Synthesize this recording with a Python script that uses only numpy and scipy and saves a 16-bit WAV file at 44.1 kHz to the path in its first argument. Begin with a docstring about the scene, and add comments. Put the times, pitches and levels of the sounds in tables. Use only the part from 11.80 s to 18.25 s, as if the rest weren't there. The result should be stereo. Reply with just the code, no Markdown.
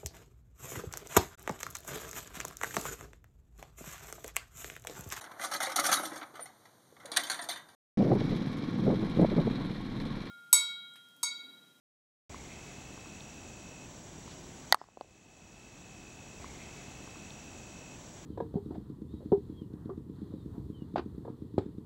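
"""A lawn beside a building: cicadas, a katydid and a tree cricket sing over rumble, hiss and a thin whine.
A wooden mallet cracks into a croquet ball close by; the ball clacks into a second ball, hops on the
turf and knocks the hoop. Each hit is a few fast-dying tones, and the building throws the crack back.
The crack overloads the microphone and ducks its gain.
The sound cuts in from silence and ends by jumping back to the quiet before the stroke."""
import sys
import numpy as np
from scipy import signal
from scipy.fft import rfft, irfft
from scipy.io import wavfile
from scipy.ndimage import minimum_filter1d

SR = 44100
rng = np.random.default_rng(int(sys.argv[2]) if len(sys.argv) > 2 else 0)


def wav_out(sig):
    """Save sig, one row per channel (or a flat mono array), as 16-bit PCM at SR to the path in sys.argv[1]."""
    wavfile.write(sys.argv[1], SR, np.round(np.clip(np.atleast_2d(sig).T, -1, 1) * 32767).astype(np.int16))


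N = 284445
TIME = np.arange(N) / SR
FREQ_HZ = np.fft.rfftfreq(N, 1 / SR)
RING_TIME = np.arange(SR // 10) / SR

# Tone colour of the open air: freq_hz, relative_db
AIR_COLOUR = [(20, -26.5), (32, -3), (45, -1), (120, -2.5), (200, -2.5), (330, -4), (500, -8.5), (750, -7),
              (1200, -12), (2000, -15), (3300, -18), (5200, -22.5), (8500, -29.5), (12000, -37),
              (15500, -47.5)]
# How far the air leans to the left: freq_hz, left_minus_right_db
AIR_BALANCE = [(25, 6.5), (60, 12), (110, 16), (200, 13), (380, 8.5), (700, 3.5), (1290, 0.5), (2400, 1),
               (8000, 2.5), (15000, -1)]
# How alike the air is on the two sides: freq_hz, likeness (0 to 1)
AIR_LIKENESS = [(80, 0.43), (280, 0.54), (700, 0.56), (1400, 0.62), (2200, 0.45), (15000, .18)]
# Phase by which the air's right side leads: freq_hz, lead_rad
AIR_LEAD = [(80, 3.3), (300, 2.02), (700, 2.07), (1600, 3.06), (3000, 1.56), (5000, 2), (10000, 2.5)]
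# Breeze in the leaves, a fader curve for the hiss, taken relative to a lull: time_s, level_db
BREEZE = [(0.52, -71), (0.87, -71), (2.2, -73.5), (2.85, -72.5)]
# Thin, high whine tones: pitch_hz, rms_db
WHINE_TONES = [(7867, -69.5), (11832, -88), (15734, -78)]
# Tone colour of the cicada chorus: freq_hz, relative_db
CICADA_COLOUR = [(5200, -20), (5700, -4), (6200, -4), (6600, -4), (6800, -0.5), (7100, -6), (7550, -1),
                 (7900, -9.5), (8200, -16), (9000, -45)]
# The tree cricket's trills: start_s, end_s, level_db
CRICKET_TRILLS = [(0.675, 2.06, -60), (3.055, 4.7, -59.5)]
# Light taps and ticks from elsewhere on the lawn: start_s, level_db, pitch_hz
FAR_TAPS = [(0.545, -30, 1070), (1.177, -39, 1050), (1.259, -38, 1200), (1.4073, -35, 3620),
            (2.478, -36, 980)]
# Tone colour of what the surroundings throw back: freq_hz, relative_db
SURROUND_COLOUR = [(200, -27), (600, -2.5), (1200, -5.5), (2000, -0.5), (3200, -12), (5400, -9), (8000, -7),
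                   (15000, -10)]
# Tone colour of the building's echo: freq_hz, relative_db
WALL_COLOUR = [(500, -22), (1200, -18), (1800, -2), (2600, -14), (4200, -21), (5300, -1), (6500, -14),
               (12000, -14)]
# Thud of turf pressed by the ball: pitch_hz, relative_db, t60_s
TURF_MODES = [(426, -40, 0.01)]
# Click of a ball's hard shell: pitch_hz, relative_db, t60_s
SHELL_MODES = [(2560, 3.5, 0.0027), (3750, -5, 0.0062), (4440, -2, 0.0085), (6500, -13, 0.0073),
               (8640, -4, 0.0059), (12000, -2, 0.0023)]
# The struck ball meets ball, turf and hoop: start_s, relative_db, thump_pitch_hz, hardness_db
BALL_KNOCKS = [(2.9450, 10, 1054, -18), (2.9715, -22, 820, -24), (3.015, -7, 810, -28),
               (3.04, -22.5, 940, -15), (3.087, -20.5, 740, -29), (3.1725, -10.5, 640, -34),
               (3.2104, -3, 668, -24.5), (3.246, -25, 550, -26)]
# Crack of the mallet head on the ball: pitch_hz, level_db, t60_s
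MALLET_MODES = [(690, 2, .0077), (884, 3.2, .0087), (1420, -6, .014), (1945, -6.8, .023), (3148, -4, .007),
                (3730, 3, .0043), (4520, 2.2, .0058), (5273, -4, .0055), (6478, -14, .008),
                (9800, -19, .004), (12000, -21, .003)]


def gain_of(db):
    """Decibels to amplitude."""
    return 10 ** (np.asarray(db) / 20)


def unit_rms(x):
    """Scales to rms 1."""
    return x / np.sqrt(np.mean(x ** 2) + 1e-20)


def curve(points):
    """Draws a curve through points on a log-frequency axis, one value a bin."""
    hz, value = np.transpose(points)
    return np.interp(np.log(FREQ_HZ + 1), np.log(hz + 1), value)


def add(mix, start_s, sound):
    """Drops a sound into the mix at a time."""
    part = mix[round(start_s * SR):][:len(sound)]
    part += sound[:len(part)]


def drift(rate_hz):
    """Slow random wander of rms 1."""
    lowpass = np.exp(-np.minimum(FREQ_HZ / rate_hz, 20) ** 2)
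    return unit_rms(irfft(rfft(rng.standard_normal(N)) * lowpass, N))


def stereo_noise(colour, likeness, lead_rad=0):
    """Coloured noise of rms 1; the less alike its sides, the wider it sounds."""
    left, unrelated = rfft(rng.standard_normal((2, N)))
    right = likeness * np.exp(1j * lead_rad) * left + np.sqrt(1 - likeness ** 2) * unrelated
    return unit_rms(irfft(np.array([left, right]) * colour, N))


def pan(left_db):
    """Left and right gains for a left-minus-right level."""
    return gain_of(np.array([[.5], [-.5]]) * left_db)


def mic_ports(x, corner_hz):
    """Mono to stereo: the sound reaches the microphone's right port with less bass."""
    right = signal.lfilter(*signal.butter(1, corner_hz, "high", fs=SR), x)
    return np.array([x, right])


def ring(modes):
    """Dying sines of a struck body; neighbouring modes swing in opposite directions."""
    out = np.zeros(len(RING_TIME))
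    for k, (hz, db, t60_s) in enumerate(modes):
        decay = np.exp(-np.log(1000) * RING_TIME / t60_s)
        out += (-1) ** k * gain_of(db) * decay * np.sin(2 * np.pi * hz * RING_TIME)
    return out


def swish(peak_s, length_s, hz, octaves):
    """A band of noise that swells and fades around a time."""
    band = np.exp(-.5 * (np.log2((FREQ_HZ + 1) / hz) / octaves) ** 2)
    swell = np.exp(-(2 * (TIME - peak_s) / length_s) ** 2)
    return stereo_noise(band, likeness=0.82) * swell


def air(level_db=-46, lumpy_db=0.45, split_hz=900, lull_db=-73.5):
    """The bed: a lumpy low rumble, heavier on the left, under leaf hiss that follows the breeze."""
    colour = gain_of(curve(AIR_COLOUR)) * pan(curve(AIR_BALANCE))
    wash = stereo_noise(colour, curve(AIR_LIKENESS), curve(AIR_LEAD))
    rumble = irfft(rfft(wash) / (1 + (FREQ_HZ / split_hz) ** 2), N)
    breeze_db = np.interp(TIME, *np.transpose(BREEZE)) - lull_db
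    leaves = (wash - rumble) * gain_of(breeze_db)
    return gain_of(level_db) * (rumble * gain_of(lumpy_db * drift(18)) + leaves)


def hum(hz=1513, level_db=-76):
    """A faint, steady, far-off note."""
    return np.sqrt(2) * gain_of(level_db) * np.sin(2 * np.pi * hz * TIME)


def whine(tremolo_hz=14.3, tremolo_depth=.4):
    """Thin, steady high whine tones, with a slight fast tremolo on the highest."""
    tones = [np.sqrt(2) * gain_of(db) * np.sin(2 * np.pi * hz * TIME) for hz, db in WHINE_TONES]
    tremolo = 1 + tremolo_depth * np.sin(2 * np.pi * tremolo_hz * TIME)
    return sum(tones[:-1]) + tones[-1] * tremolo


def cicadas(level_db=-57.5, left_db=5.5, flutter_db=0.66):
    """Many far cicadas merge into a steady band of sizzle."""
    level = gain_of(level_db + flutter_db * drift(30))
    sizzle = stereo_noise(gain_of(curve(CICADA_COLOUR)), likeness=0.54)
    return level * sizzle * pan(left_db)


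def chirr(level_db=-60, rasp_db=3, rasp_hz=60):
    """A far call from the trees: one narrow swell of noise with a raspy grain."""
    call = swish(peak_s=0.72, length_s=0.58, hz=2160, octaves=0.14)
    rasp = unit_rms(gain_of(rasp_db * drift(rasp_hz)))
    return gain_of(level_db) * call * rasp


def katydid(hz=5700, waver_hz=34, strokes_per_s=39.3, level_db=-66, left_db=4):
    """Scraping wings chop a high, wavering note into pulses, one a stroke."""
    phase = 2 * np.pi * np.cumsum(hz + waver_hz * drift(70)) / SR
    note = unit_rms(np.sin(phase)) * gain_of(1.5 * drift(30))
    strokes = np.cumsum(strokes_per_s * (1 + 0.053 * drift(15))) / SR
    pulses = unit_rms(abs(np.sin(np.pi * strokes)) ** 4.3)
    return gain_of(level_db) * note * pulses * pan(left_db)


def tree_cricket(hz=2579, sag_hz=22, strokes_per_s=57.3, left_db=2):
    """Every wing stroke rings one near-pure note that sags in pitch; a trill swells in and stops dead."""
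    swell_s, stop_s, jitter_rad, uneven_db = .025, .011, .42, 1.1
    strokes = np.cumsum(strokes_per_s * (1 + 0.0034 * drift(6))) / SR
    phase = 2 * np.pi * np.cumsum(hz + 5 * drift(4.24)) / SR + jitter_rad * drift(50)
    bend_rad = sag_hz / strokes_per_s * np.sin(2 * np.pi * strokes) + .5 * np.cos(2 * np.pi * strokes)
    pulses = abs(np.sin(np.pi * strokes)) ** 2.5 * gain_of(uneven_db * drift(35))
    song = unit_rms(pulses * np.sin(phase - bend_rad))
    trills = np.zeros(N)
    for start_s, end_s, db in CRICKET_TRILLS:
        swell = 1 - np.exp(-np.maximum(TIME - start_s, 0) / swell_s)
        trills += gain_of(db) * swell * np.clip((end_s - TIME) / stop_s, 0, 1)
    return song * trills * pan(left_db)


def far_taps(t60_cycles=13.5, left_db=1):
    """Faint contacts across the lawn, each one short dying note."""
    out = np.zeros(N)
    for start_s, db, hz in FAR_TAPS:
        add(out, start_s, ring([(hz, db, t60_cycles / hz)]))
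    return mic_ports(out, corner_hz=1387) * pan(left_db)


def reflections(x, colour, level_db, t60_s, onset_s, delay_s=0):
    """Scattered sound builds up after the direct hit and dies away in a wide tail."""
    age_s = np.maximum(TIME - delay_s, 0)
    envelope = np.exp(-np.log(1000) * age_s / t60_s) * (1 - np.exp(-age_s / onset_s))
    tail = stereo_noise(gain_of(curve(colour)), likeness=0) * envelope
    tail = tail[:, :SR] / np.linalg.norm(tail[0])
    return gain_of(level_db) * signal.fftconvolve(x.mean(0)[None], tail, axes=1)[:, :N]


def backswing(level_db=-57):
    """A faint brush as the player draws the mallet back."""
    return gain_of(level_db) * swish(peak_s=2.515, length_s=0.083, hz=3600, octaves=.6)


def ball_knocks(left_db=3, bright_hz=6500, dulling=.6, low_cut_hz=220):
    """Each knock layers a swelling thump, a shell click and a turf thud, then a weaker rebound."""
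    thump_t60_s, rebound_gain = 0.0053, 0.22
    swell_cycles, rebound_cycles = 0.37, 2.5  # a softer, lower thump swells slower and rebounds later
    out = np.zeros(N)
    for start_s, db, hz, hardness_db in BALL_KNOCKS:
        swell = (1 - np.exp(-RING_TIME * hz / swell_cycles)) ** 2
        thump = 2 * ring([(hz, db, thump_t60_s)]) * swell
        # A gentler contact lasts longer, so its click is duller.
        corner_hz = np.clip(bright_hz * gain_of(dulling * db), 3000, 16000)
        shell = signal.lfilter(*signal.butter(2, corner_hz, fs=SR), ring(SHELL_MODES))
        click = gain_of(db + hardness_db) * shell
        thud = gain_of(db - hardness_db) * ring(TURF_MODES)
        add(out, start_s, thump + click + thud)
        add(out, start_s + rebound_cycles / hz, rebound_gain * thump)
    # A small ball radiates little bass.
    out = signal.lfilter(*signal.butter(2, low_cut_hz, "high", fs=SR), out)
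    return mic_ports(out, corner_hz=1387) * pan(left_db)


def mallet_crack(start_s=2.9244, turf_boost_db=20):
    """The mallet's face cracks against the ball and its head rings briefly; the turf thuds beneath."""
    out = np.zeros(N)
    add(out, start_s, ring(MALLET_MODES) + gain_of(turf_boost_db) * ring(TURF_MODES))
    return mic_ports(out, corner_hz=1000)


def scene():
    """The hits, thrown back by nearby hoop and turf, the building and far trees, over the lawn's bed."""
    hits = mallet_crack() + ball_knocks() + far_taps()
    near = reflections(hits, SURROUND_COLOUR, level_db=-14.5, t60_s=0.03, onset_s=0.0023)
    wall = reflections(hits, WALL_COLOUR, level_db=-33, t60_s=0.19, onset_s=.04, delay_s=0.056)
    trees = reflections(hits, SURROUND_COLOUR, level_db=-37, t60_s=0.55, onset_s=0.035)
    bed = air() + hum() + whine()
    play = backswing() + hits + near + wall + trees
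    wildlife = chirr() + cicadas() + katydid() + tree_cricket()
    return bed + wildlife + play


def duck(x, threshold_db=-20, max_cut_db=16, attack_s=.006, hold_s=0.2, recover_s=0.49):
    """Gain control: the level falls within milliseconds of a peak, holds, then creeps back."""
    peak_db = 20 * np.log10(abs(x).max(0) + 1e-9)
    over_db = np.clip(peak_db - threshold_db, 1e-9, max_cut_db)
    window = 2 * int(hold_s * SR / 2) + 1
    held_db = -minimum_filter1d(-over_db, window, origin=window // 2)
    # The cut decays exponentially until a new peak tops it.
    recovery = TIME / recover_s
    released_db = np.exp(np.maximum.accumulate(np.log(held_db) + recovery) - recovery)
    pole = np.exp(-1 / (attack_s * SR))
    cut_db = signal.lfilter([1 - pole], [1, -pole], released_db)
    return x / gain_of(cut_db)


def record(dry, ceiling=.55, knee=6, open_s=0.495, jump_s=4.594, high_cut_hz=16550):
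    """Ducks and overloads the mix, cuts in from silence, jumps back to the opening and trims the top."""
    x = duck(dry)
    x = x / (1 + (x / ceiling) ** knee) ** (1 / knee)  # soft clipping
    start, jump = round(open_s * SR), round(jump_s * SR)
    x = np.hstack([np.zeros((2, start)), x[:, start:jump], x[:, start:start + N - jump]])
    lowpass = signal.firwin(511, high_cut_hz, window=("kaiser", 9), fs=SR)
    return signal.oaconvolve(x, lowpass[None], "same")


dry = scene()
out = record(dry)
wav_out(out)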